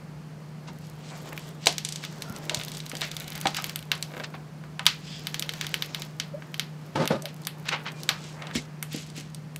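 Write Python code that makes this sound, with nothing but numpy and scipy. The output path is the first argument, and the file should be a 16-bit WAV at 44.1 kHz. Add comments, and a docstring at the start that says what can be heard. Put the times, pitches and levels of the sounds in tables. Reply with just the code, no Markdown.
"""Stiff film peeled over a tablet

A stiff plastic film is peeled and held over a tablet's glass at a desk in a small furnished room.
Ringing cracks make the ticks of the glue and the louder snaps of the buckling sheet; a fold creaks.
Streams of micro-clicks make rustles and swishes under the fingers, narrow noise bands sing briefly.
Hands bump and rub the desk, something heavy is shoved over it, and a short pure blip glides upward.
An appliance hums, a tone beside a narrow noise drone, over soft air noise."""
import sys
import numpy as np
from scipy import signal
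from scipy.fft import rfft, irfft, next_fast_len
from scipy.io import wavfile

SR = 44100
rng = np.random.default_rng(int(sys.argv[2]) if len(sys.argv) > 2 else 0)


def master(y):
    """Save y as 16-bit WAV."""
    cut = np.clip(np.atleast_2d(y).T, -1, 1)
    pcm = np.round(cut * 32767)  # scale
    wavfile.write(sys.argv[1], SR, pcm.astype(np.int16))


N = 422919
TIME = np.arange(N) / SR


def amp(db):
    """Gain of a level in dB."""
    return 10 ** (np.asarray(db) / 20)


def decay(t, t60):
    """Exponential fade that loses 60 dB in t60 seconds."""
    return amp(-60 * t / t60)


def rms_one(x):
    """Scale to rms 1."""
    return x / np.sqrt(np.mean(x ** 2) + 1e-20)


def peak_one(x):
    """Scale to peak 1."""
    return x / np.abs(x).max()


def in_time(rows):
    """Columns of a curve, sample by sample."""
    s, *columns = np.transpose(rows)
    return [np.interp(TIME, s, column) for column in columns]


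def at_hz(points, hz):
    """Read a spectrum on a log frequency axis."""
    point_hz, values = np.array(points).T
    return np.interp(np.log(hz), np.log(point_hz), values)


def drift(rate_hz):
    """Slow random wander with spread 1: noise through two equal poles, made at 1/40 of the rate."""
    r = np.exp(-80 * np.pi * rate_hz / SR)
    noise = rng.standard_normal(N // 40 + 2002)
    slow = signal.lfilter([1], [1, -2 * r, r * r], noise)[2000:]  # skip the filter's start
    return np.interp(np.arange(N) / 40, np.arange(len(slow)), rms_one(slow))


def resonance(x, hz, width_hz):
    """Two-pole peak with gain 1 on top."""
    r = np.exp(-np.pi * width_hz / SR)
    poles = [1, -2 * r * np.cos(2 * np.pi * hz / SR), r * r]
    return signal.lfilter([(1 - r * r) / 2, 0, (r * r - 1) / 2], poles, x)


def double_resonance(x, hz, width_hz):
    """The same peak twice, for steeper sides."""
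    return resonance(resonance(x, hz, width_hz), hz, width_hz)


def band(x, low_hz, high_hz):
    """Butterworth band-pass."""
    edges = [low_hz, min(high_hz, SR / 2.2)]
    return signal.sosfilt(signal.butter(2, edges, "band", fs=SR, output="sos"), x)


def coloured(x, spectrum):
    """Give a flat sound a spectrum; rms 1."""
    size = next_fast_len(N)
    hz = np.maximum(np.fft.rfftfreq(size, 1 / SR), 1)
    return rms_one(irfft(rfft(x, size) * amp(at_hz(spectrum, hz)), size)[:N])


def grains(per_s, spread_db):
    """Uneven micro-clicks of either sign at random moments, as of a sheet sliding on skin."""
    sizes = amp(spread_db * np.minimum(rng.exponential(1, N), 5)) * rng.choice([-1, 1], N)
    return sizes * (rng.random(N) < per_s / SR)


def add(track, s, burst):
    """Mix a burst in at a time."""
    at = int(s * SR)
    track[at:at + len(burst)] += burst[:N - at]


HUM_HZ, HUM_DB = 152.1, -43  # rms level
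DRONE_HZ, DRONE_WIDTH_HZ, DRONE_DB = 172.6, 27, -51


def appliance():
    """A steady tone, its level barely wandering, with a narrow drone of noise beside it."""
    level = amp(HUM_DB + 0.097 * drift(1.0))
    hum = np.sqrt(2) * level * np.sin(2 * np.pi * HUM_HZ * TIME)
    drone = rms_one(double_resonance(rng.standard_normal(N), DRONE_HZ, DRONE_WIDTH_HZ))
    return hum + amp(DRONE_DB) * drone


# spectrum shape of the air noise: f/Hz, relative level per Hz/dB
AIR_SPECTRUM = [(15, -69), (48, -74), (64, -12), (96, -16.5), (126, -6), (157, -5), (216, -8), (291, -15),
                (2200, -28.5), (3880, -35.5), (4330, -32.5), (14600, -49.5), (15800, -49)]
AIR_DB = -47.5  # rms level


def air():
    """Broad steady noise, strongest in the bass."""
    return amp(AIR_DB) * coloured(rng.standard_normal(N), AIR_SPECTRUM)


# spectrum shape of hands rubbing the desk: f/Hz, relative level per Hz/dB
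RUB_SPECTRUM = [(50, -60), (100, -25), (300, -7), (700, -11.5), (1500, -19), (4000, -42)]


def rubbing(rub_db):
    """Hands on the desk: dull friction noise with a restless level."""
    return amp(rub_db + 1.5 * drift(10)) * coloured(rng.standard_normal(N), RUB_SPECTRUM)


def patchy(x):
    """As the sheet bends, narrow regions of its colour rise and sink independently."""
    patch_db, sharpness = 2.6, 7
    change = 0
    for hz in np.geomspace(700, 12000, num=22):
        change = change + (amp(patch_db * drift(2.5)) - 1) * resonance(x, hz, hz / sharpness)
    return rms_one(x + change)


# how hard the hands work: t/s, level of the sheet's rustle/dB, level of rubbing on the desk/dB
HANDLING_CURVE = [(0, -79, -57.5), (.9, -64.5, -58), (1.3, -50.5, -48.5), (1.8, -61, -56),
                  (2.45, -49.5, -45), (2.7, -48, -57.5), (3.7, -46.5, -58), (3.88, -64, -57.5),
                  (4.2, -53.5, -48.5), (4.5, -75, -56), (5.0, -58.5, -58), (5.4, -51.5, -51.5),
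                  (6.0, -49.5, -51.5), (6.15, -62, -56.5), (7.4, -62.5, -54.5), (7.8, -57.5, -49),
                  (8.5, -66, -52), (9.59, -79, -110)]
# spectrum shape of the sliding sheet: f/Hz, relative level per Hz/dB
RUSTLE_SPECTRUM = [(500, 4.5), (1200, 0.5), (2300, 0.5), (3300, -1.5), (4100, -2), (4900, -3.5),
                   (6000, -5.5), (8000, -7.5), (9500, -18), (15000, -17.5)]


def handling():
    """Sheet rustle with faint stray ticks, swishes and whistles, and hands rubbing the desk."""
    rustle_db, rub_db = in_time(HANDLING_CURVE)
    sliding = coloured(grains(7000, 2.4), RUSTLE_SPECTRUM)
    friction = amp(2.5 * drift(20)) * patchy(sliding)
    tick_shape = rng.standard_normal(256) * decay(TIME[:256], 0.004)
    stray = signal.fftconvolve(grains(45, 3.5), tick_shape)[:N]
    ticks = 0.5 * rms_one(band(stray, 2500, 15000))
    rustle = amp(rustle_db) * (friction + ticks)
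    swish_source = amp(1.6 * drift(64)) * sliding + ticks / 2
    return rustle + swishes(swish_source) + whistles() + rubbing(rub_db)


# bumps on desk and tablet: t/s, peak level/dB, ring f/Hz, t60 of the driving noise/s
BUMPS_TABLE = [(.683, -35, 880, 0.092), (1.668, -13, 680, 0.013), (2.3, -26, 146, 0.44),
               (2.57, -29.5, 115, .25), (2.51, -29.5, 624, 0.45), (2.933, -29.5, 373, 0.44),
               (3.017, -30, 640, 0.18), (3.455, -16, 784, 0.061), (3.456, -27, 196, 0.16),
               (3.584, -27, 1260, 0.046), (3.916, -29, 1060, 0.2), (4.342, -32.5, 750, 0.036),
               (4.796, -36, 830, 0.13), (4.866, -22, 1310, 0.077), (6.962, -30, 136, 0.24),
               (7.1065, -14, 437, 0.085), (8.09, -23.5, 1240, 0.19), (8.555, -19.5, 238, 0.14),
               (8.56, -34, 60, .2), (8.945, -25, 275, 0.08), (9.179, -32, 256, 0.076)]


def bumps(ring_q=6.3, broad_share=0.88, push=1.55):
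    """A soft contact: a push and dying noise in one hollow resonance over a broad thud."""
    out, t = np.zeros(N), np.arange(8192) / SR
    rows = BUMPS_TABLE + creak()[1]
    for (s, db, hz, t60), noise in zip(rows, rng.standard_normal((len(rows), len(t)))):
        quarter_cycle = t < .25 / hz
        contact = noise * decay(t, max(t60, .005)) + push * quarter_cycle
        hollow = resonance(resonance(contact, hz, hz / ring_q), hz, 2 * hz / ring_q)
        thud = broad_share * band(contact, hz / 2.04, 1.6 * hz)
        add(out, s, amp(db) * peak_one(hollow + thud))
    return out


# how long the diffuse tail lasts in each region: f/Hz, t60/s
ROOM_T60 = [(300, 0.16), (1500, 0.23), (4000, 0.22), (10000, 0.18)]


def room(x, early_db=15.0, early_t60=0.015, first_s=0.00054):
    """Strong echoes off desk and screen, then a diffuse tail dying faster in the top treble."""
    t = np.arange(SR // 2) / SR
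    edges = 150 * 2 ** np.arange(0, 7, .5)  # half octaves
    noise = rng.standard_normal((2, len(t)))
    tail = 0
    for k, (low, high) in enumerate(zip(edges, edges[1:])):
        t60 = at_hz(ROOM_T60, np.sqrt(low * high))
        level = decay(t, t60) + amp(early_db) * decay(t, early_t60)
        tail = tail + band(noise[k % 2], low, high) * level
    tail = tail * np.clip(t / first_s, 0, 1) ** 2 / 10
    return signal.fftconvolve(x, tail)[:N]


# swishes of the sheet past fingers and glass: t/s of the crest, level/dB, swell/s, centre f/Hz
SWISHES_TABLE = [(0.684, -43, 0.009, 3300), (.85, -54.5, 0.026, 5900), (1.1, -49.5, 0.067, 4840),
                 (1.13, -42.5, 0.019, 1200), (1.329, -39, 0.007, 1260), (1.43, -53, 0.043, 6440),
                 (1.644, -47.5, 0.027, 3950), (1.92, -49.5, 0.13, 4800), (2.04, -41, 0.015, 3460),
                 (2.6, -51, 0.071, 4500), (3.036, -34, 0.018, 2970), (3.574, -31.5, 0.014, 3330),
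                 (4.242, -31, 0.0054, 2700), (4.348, -38.5, 0.0075, 1640), (5.13, -48.5, 0.11, 3870),
                 (5.65, -46, 0.067, 3020), (7.29, -46, 0.0094, 3330), (7.67, -37, 0.013, 2200),
                 (7.688, -28, 0.0039, 3500), (7.734, -24.5, 0.017, 1570), (7.873, -30.5, 0.014, 1770),
                 (8.02, -52, 0.058, 5000), (8.26, -46.5, 0.068, 4350), (8.44, -42.5, 0.089, 1110),
                 (8.563, -29.5, 0.017, 4370), (8.956, -37.5, 0.04, 4750), (9.185, -41, 0.026, 4330)]
FADE_PER_SWELL = 1.5


def swishes(friction, spread=2.2):
    """Friction through the sheet's own colour swells and fades, strongest around its centre."""
    out = np.zeros(N)
    for s, db, swell, hz in SWISHES_TABLE:
        fade = FADE_PER_SWELL * swell
        first, last = max(int((s - 3 * swell) * SR), 0), min(int((s + 4 * fade) * SR), N)
        t = TIME[first:last] - s
        sound = rms_one(band(friction[first:last], hz / spread, hz * spread))
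        # a bell-shaped rise, then a nearly exponential fade
        fall = np.where(t < 0, (t / swell) ** 2, np.abs(t / fade) ** 0.97)
        out[first:last] += amp(db) * sound * np.exp(-fall)
    return out


# ticks and snaps of the film: t/s, body peak level/dB, ring f/Hz,
# treble level re body peak/dB (before the shared treble lift)
SNAPS_TABLE = [(1.3772, -23, 2390, -9), (1.659, -10.5, 4670, -21), (1.6699, 2.5, 3960, -35),
               (1.726, -21, 3680, -9), (1.782, -11, 3920, -11), (1.8494, -11.5, 4600, -54),
               (1.8886, -17, 4840, -40), (1.924, -17, 4870, -35), (1.959, -17.5, 4430, -33),
               (2.0388, -21, 2230, -12), (2.05, -20, 3520, -12), (2.2218, -18, 4170, -7),
               (2.3633, -25.5, 4260, -14), (2.496, -11, 2770, -31), (2.546, -9, 4300, -12),
               (2.572, -21, 3490, -25), (2.598, -21, 2400, -28), (2.6132, -19.5, 2350, -29),
               (2.6357, -23, 3780, -9), (2.6825, -25, 4200, -2), (2.718, -22, 3870, -14),
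               (2.738, -32, 6000, -11), (2.749, -24, 4960, -17), (2.7708, -21, 4600, -18),
               (2.8029, -23.5, 3880, -20), (2.864, -23.5, 4060, -8), (2.8972, -23.5, 6050, -17),
               (2.916, -22, 2010, -27), (2.9527, -21, 3140, -11), (2.9687, -21, 4740, -30),
               (3.01, -22, 4000, -6), (3.017, -13.5, 2720, -35), (3.05, -31, 5500, -4),
               (3.074, -38, 6000, -2), (3.1154, -19, 3560, -10), (3.167, -17.5, 3520, -7),
               (3.2057, -25, 3780, -23), (3.243, -30, 4000, -13), (3.2796, -21.5, 3830, -6),
               (3.321, -22.5, 3000, -13), (3.3535, -22, 3400, -8), (3.3777, -26, 3270, -7),
               (3.413, -20, 2920, -3.5), (3.4569, -13, 1620, -32), (3.4706, -8, 3370, -33),
               (3.5465, -15.5, 2800, -12), (3.567, -25, 2750, 2), (3.6424, -13.5, 3070, -5),
               (3.658, -27, 2840, -6), (3.6955, -19.5, 2980, -6), (3.759, -16.5, 2840, -0.5),
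               (3.791, -27.5, 3080, -4), (3.8267, -29.5, 2920, -5), (3.917, -5, 2770, -13.5),
               (3.952, -28, 5000, -10), (3.978, -37, 6000, -8), (4.0262, -13.5, 4160, -8),
               (4.2385, -27, 2930, -20), (4.6383, -33.5, 1480, -32), (4.7943, -16, 1790, -25),
               (4.856, -22, 3070, -9), (4.8655, 4, 3190, -17), (5.2701, -13.5, 3040, -7),
               (5.3438, -12.5, 3160, -11), (5.3955, -18, 3930, 2), (5.4242, -12.5, 3130, -9),
               (5.4925, -13.5, 3160, -15), (5.537, -19.5, 3080, -14), (5.612, -11.5, 2950, -11),
               (5.6458, -25, 1820, -16), (5.6676, -17, 3160, -9), (5.742, -9.5, 3000, -8),
               (5.823, -10.5, 3100, -9.5), (5.947, -12.5, 2910, -11), (6.0204, -17.5, 3040, -8),
               (6.1997, -10.5, 3065, -18), (6.4222, -29.5, 1590, -31), (6.543, -20, 3120, -11),
               (6.596, -8.5, 3170, -10), (6.9578, -22, 1520, -26), (7.056, -20, 1700, -7),
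               (7.0763, -11.5, 2770, -5), (7.222, -25.5, 6200, -20), (7.2561, -16.5, 2920, -7),
               (7.364, -39.5, 5000, -1), (7.4195, -39, 5000, -2), (7.4358, -38, 4170, -11),
               (7.451, -26.5, 4870, -20), (7.4706, -12.5, 2960, -2), (7.69, -12, 2600, -30),
               (7.7228, -22, 2500, -20), (7.796, -42, 4970, -17), (7.919, -33, 6500, -21),
               (8.034, -24.5, 4100, -1), (8.091, -1.5, 3200, -11.5), (8.422, -24.5, 2310, -30),
               (8.4701, -25.5, 2610, -31), (8.512, -26.5, 1640, -20), (8.552, -20, 2200, -6),
               (8.827, -19.5, 2130, 3.5), (8.93, -33, 3150, 5), (9.101, -31.5, 4730, -16),
               (9.166, -32, 2800, -3), (9.209, -33, 6000, -8), (9.3466, -26, 4600, -7),
               (9.561, -28, 2580, 2.5)]


def snaps(crack_t60=0.002, treble_t60=0.0037, ring_share=0.47, ring_q=20.5,
          treble_db=2.5, room_db=-12.0, dull_room_db=-0.03):
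    """A crack of a few ms rings a patch of sheet at its own pitch; returns direct sound and room feed."""
    direct, feed, t = np.zeros(N), np.zeros(N), np.arange(1024) / SR
    click = (t == 0) * 1.0
    rows = SNAPS_TABLE + creak()[0]
    for (s, db, hz, top_db), (crack, fizz) in zip(rows, rng.standard_normal((len(rows), 2, len(t)))):
        crack = crack * decay(t, crack_t60) + 2 * click
        ring = 3 * resonance(resonance(crack, hz, hz), hz, hz / ring_q)
        body = ring_share * ring + (1 - ring_share) * band(crack, 0.5 * hz, 1.91 * hz)
        top = band(fizz * decay(t, treble_t60), 2500, 24800)
        add(direct, s, amp(db) * (peak_one(body) + amp(top_db + treble_db) * peak_one(top)))
        # the walls hear one broad crack; dull snaps point away from the listener and sound roomier
        broad = peak_one(band(click, 0.5 * hz, 1.607 * hz))
        broad = broad + amp(top_db + 9) * band(click, 5000, 14000)
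        add(feed, s, amp(db + room_db + dull_room_db * (top_db + 8.0)) * broad)
    return direct, feed


# narrow bands that sing while the sheet slides: start t/s, length/s, f/Hz, width/Hz, level/dB
WHISTLES_TABLE = [(2.22, .2, 1395, 120, -50.5), (5.028, .22, 4870, 900, -49),
                  (5.046, .19, 3270, 550, -47.5), (7.216, 0.074, 575, 120, -41),
                  (7.93, 0.084, 2400, 60, -54), (8.544, 0.06, 2130, 350, -40)]


def whistles():
    """Noise twice through a narrow resonance, swelling and fading."""
    out = np.zeros(N)
    noises = rng.standard_normal((len(WHISTLES_TABLE), SR // 4))
    for (s, length, hz, width_hz, db), noise in zip(WHISTLES_TABLE, noises):
        tone = rms_one(double_resonance(noise, hz, width_hz))[-int(length * SR):]
        add(out, s, amp(db) * tone * np.sqrt(np.hanning(len(tone))))
    return out


# close ticks of a creaking fold: t/s, peak level/dB
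CREAK_TABLE = [(4.107, -40), (4.118, -35), (4.138, -29), (4.148, -34), (4.168, -26.5), (4.178, -30),
               (4.199, -25.5), (4.204, -26), (4.212, -34)]
CREAK_HZ, CREAK_TREBLE_DB = 1600, -16  # as in the snaps
CREAK_THUD_HZ, CREAK_THUD_DB, CREAK_THUD_T60_S = 520, -6.0, .01  # level re the tick


def creak():
    """A fold creaks in close ticks with a low thud each; returns rows for the snaps and the bumps."""
    ticks = [(s, db, CREAK_HZ, CREAK_TREBLE_DB) for s, db in CREAK_TABLE]
    thuds = [(s, db + CREAK_THUD_DB, CREAK_THUD_HZ, CREAK_THUD_T60_S) for s, db in CREAK_TABLE]
    return ticks, thuds


# two swells of one short blip: t/s of the crest, rms level at the crest/dB, time to fall to 1/e/s
BLIP_SWELLS = [(6.349, -32, 0.0096), (6.38, -45, 0.011)]
BLIP_START_S, BLIP_START_HZ, BLIP_END_HZ, BLIP_GLIDE_S = 6.325, 478, 648, 0.027


def blip():
    """A nearly pure tone whose pitch settles upward, in a loud swell and a faint one."""
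    remaining = np.exp(-np.maximum(TIME - BLIP_START_S, 0) / BLIP_GLIDE_S)
    hz = BLIP_END_HZ - (BLIP_END_HZ - BLIP_START_HZ) * remaining
    level = sum(amp(db) * np.exp(-((TIME - s) / half_s) ** 2) for s, db, half_s in BLIP_SWELLS)
    return np.sqrt(2) * level * np.sin(2 * np.pi * np.cumsum(hz) / SR)


# jolts of something heavy shoved over the desk: t/s, level/dB, hold/s, t60/s
SHOVE_JOLTS = [(6.952, -23.5, 0.02, 0.39), (6.997, -24.5, 0.042, 0.11), (7.099, -23.5, 0.031, 0.2)]
JOLT_ATTACK_S = 0.0073


def jolts():
    """Each jolt rises fast, holds and dies away; their powers add."""
    power = 0
    for s, db, hold_s, t60 in SHOVE_JOLTS:
        t = np.maximum(TIME - s, 0)
        rise = np.minimum(t / JOLT_ATTACK_S, 1)
        power = power + (amp(db) * decay(np.maximum(t - hold_s, 0), t60) * rise) ** 2
    return np.sqrt(power)


# resonances of the desk top: f/Hz, width/Hz, relative level/dB
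DESK_MODES = [(150, 21, 8), (226, 43, 3.5), (344, 150, 0.5), (540, 22, 2.5), (866, 21, -4.5),
              (1200, 34, -7)]


def shove():
    """Stuttering friction shakes the desk top, with a scrape above."""
    noise = rng.standard_normal(N) * amp(2 * drift(33))
    # dividing by the root of the width keeps wide modes from sounding louder
    wood = sum(amp(db) * resonance(noise, hz, width_hz) / np.sqrt(width_hz)
               for hz, width_hz, db in DESK_MODES)
    scrape = 0.21 * rms_one(band(noise, 200, 2700)) + 0.14 * rms_one(band(noise, 1670, 4250))
    return jolts() * rms_one(rms_one(band(wood, 155, 3240)) + scrape)


def scene():
    """Snaps and bumps feed the room; the other sounds are mixed in without it."""
    direct, feed = snaps()
    desk = band(band(bumps(), 55, 14000), 55, 16000)
    echoes = room(feed + amp(-8.5) * desk)
    background = appliance() + air()
    return (direct + desk + echoes + blip() + handling() + shove() + background)[None]


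CUTOFF_HZ = 16500  # 70 dB down from here up


def record(dry):
    """The loudest peaks overload; the top is cut."""
    overloaded = np.clip(dry, -.82, .82)
    return signal.sosfilt(signal.cheby2(14, 70, CUTOFF_HZ, fs=SR, output="sos"), overloaded)


dry = scene()
out = record(dry)
master(out)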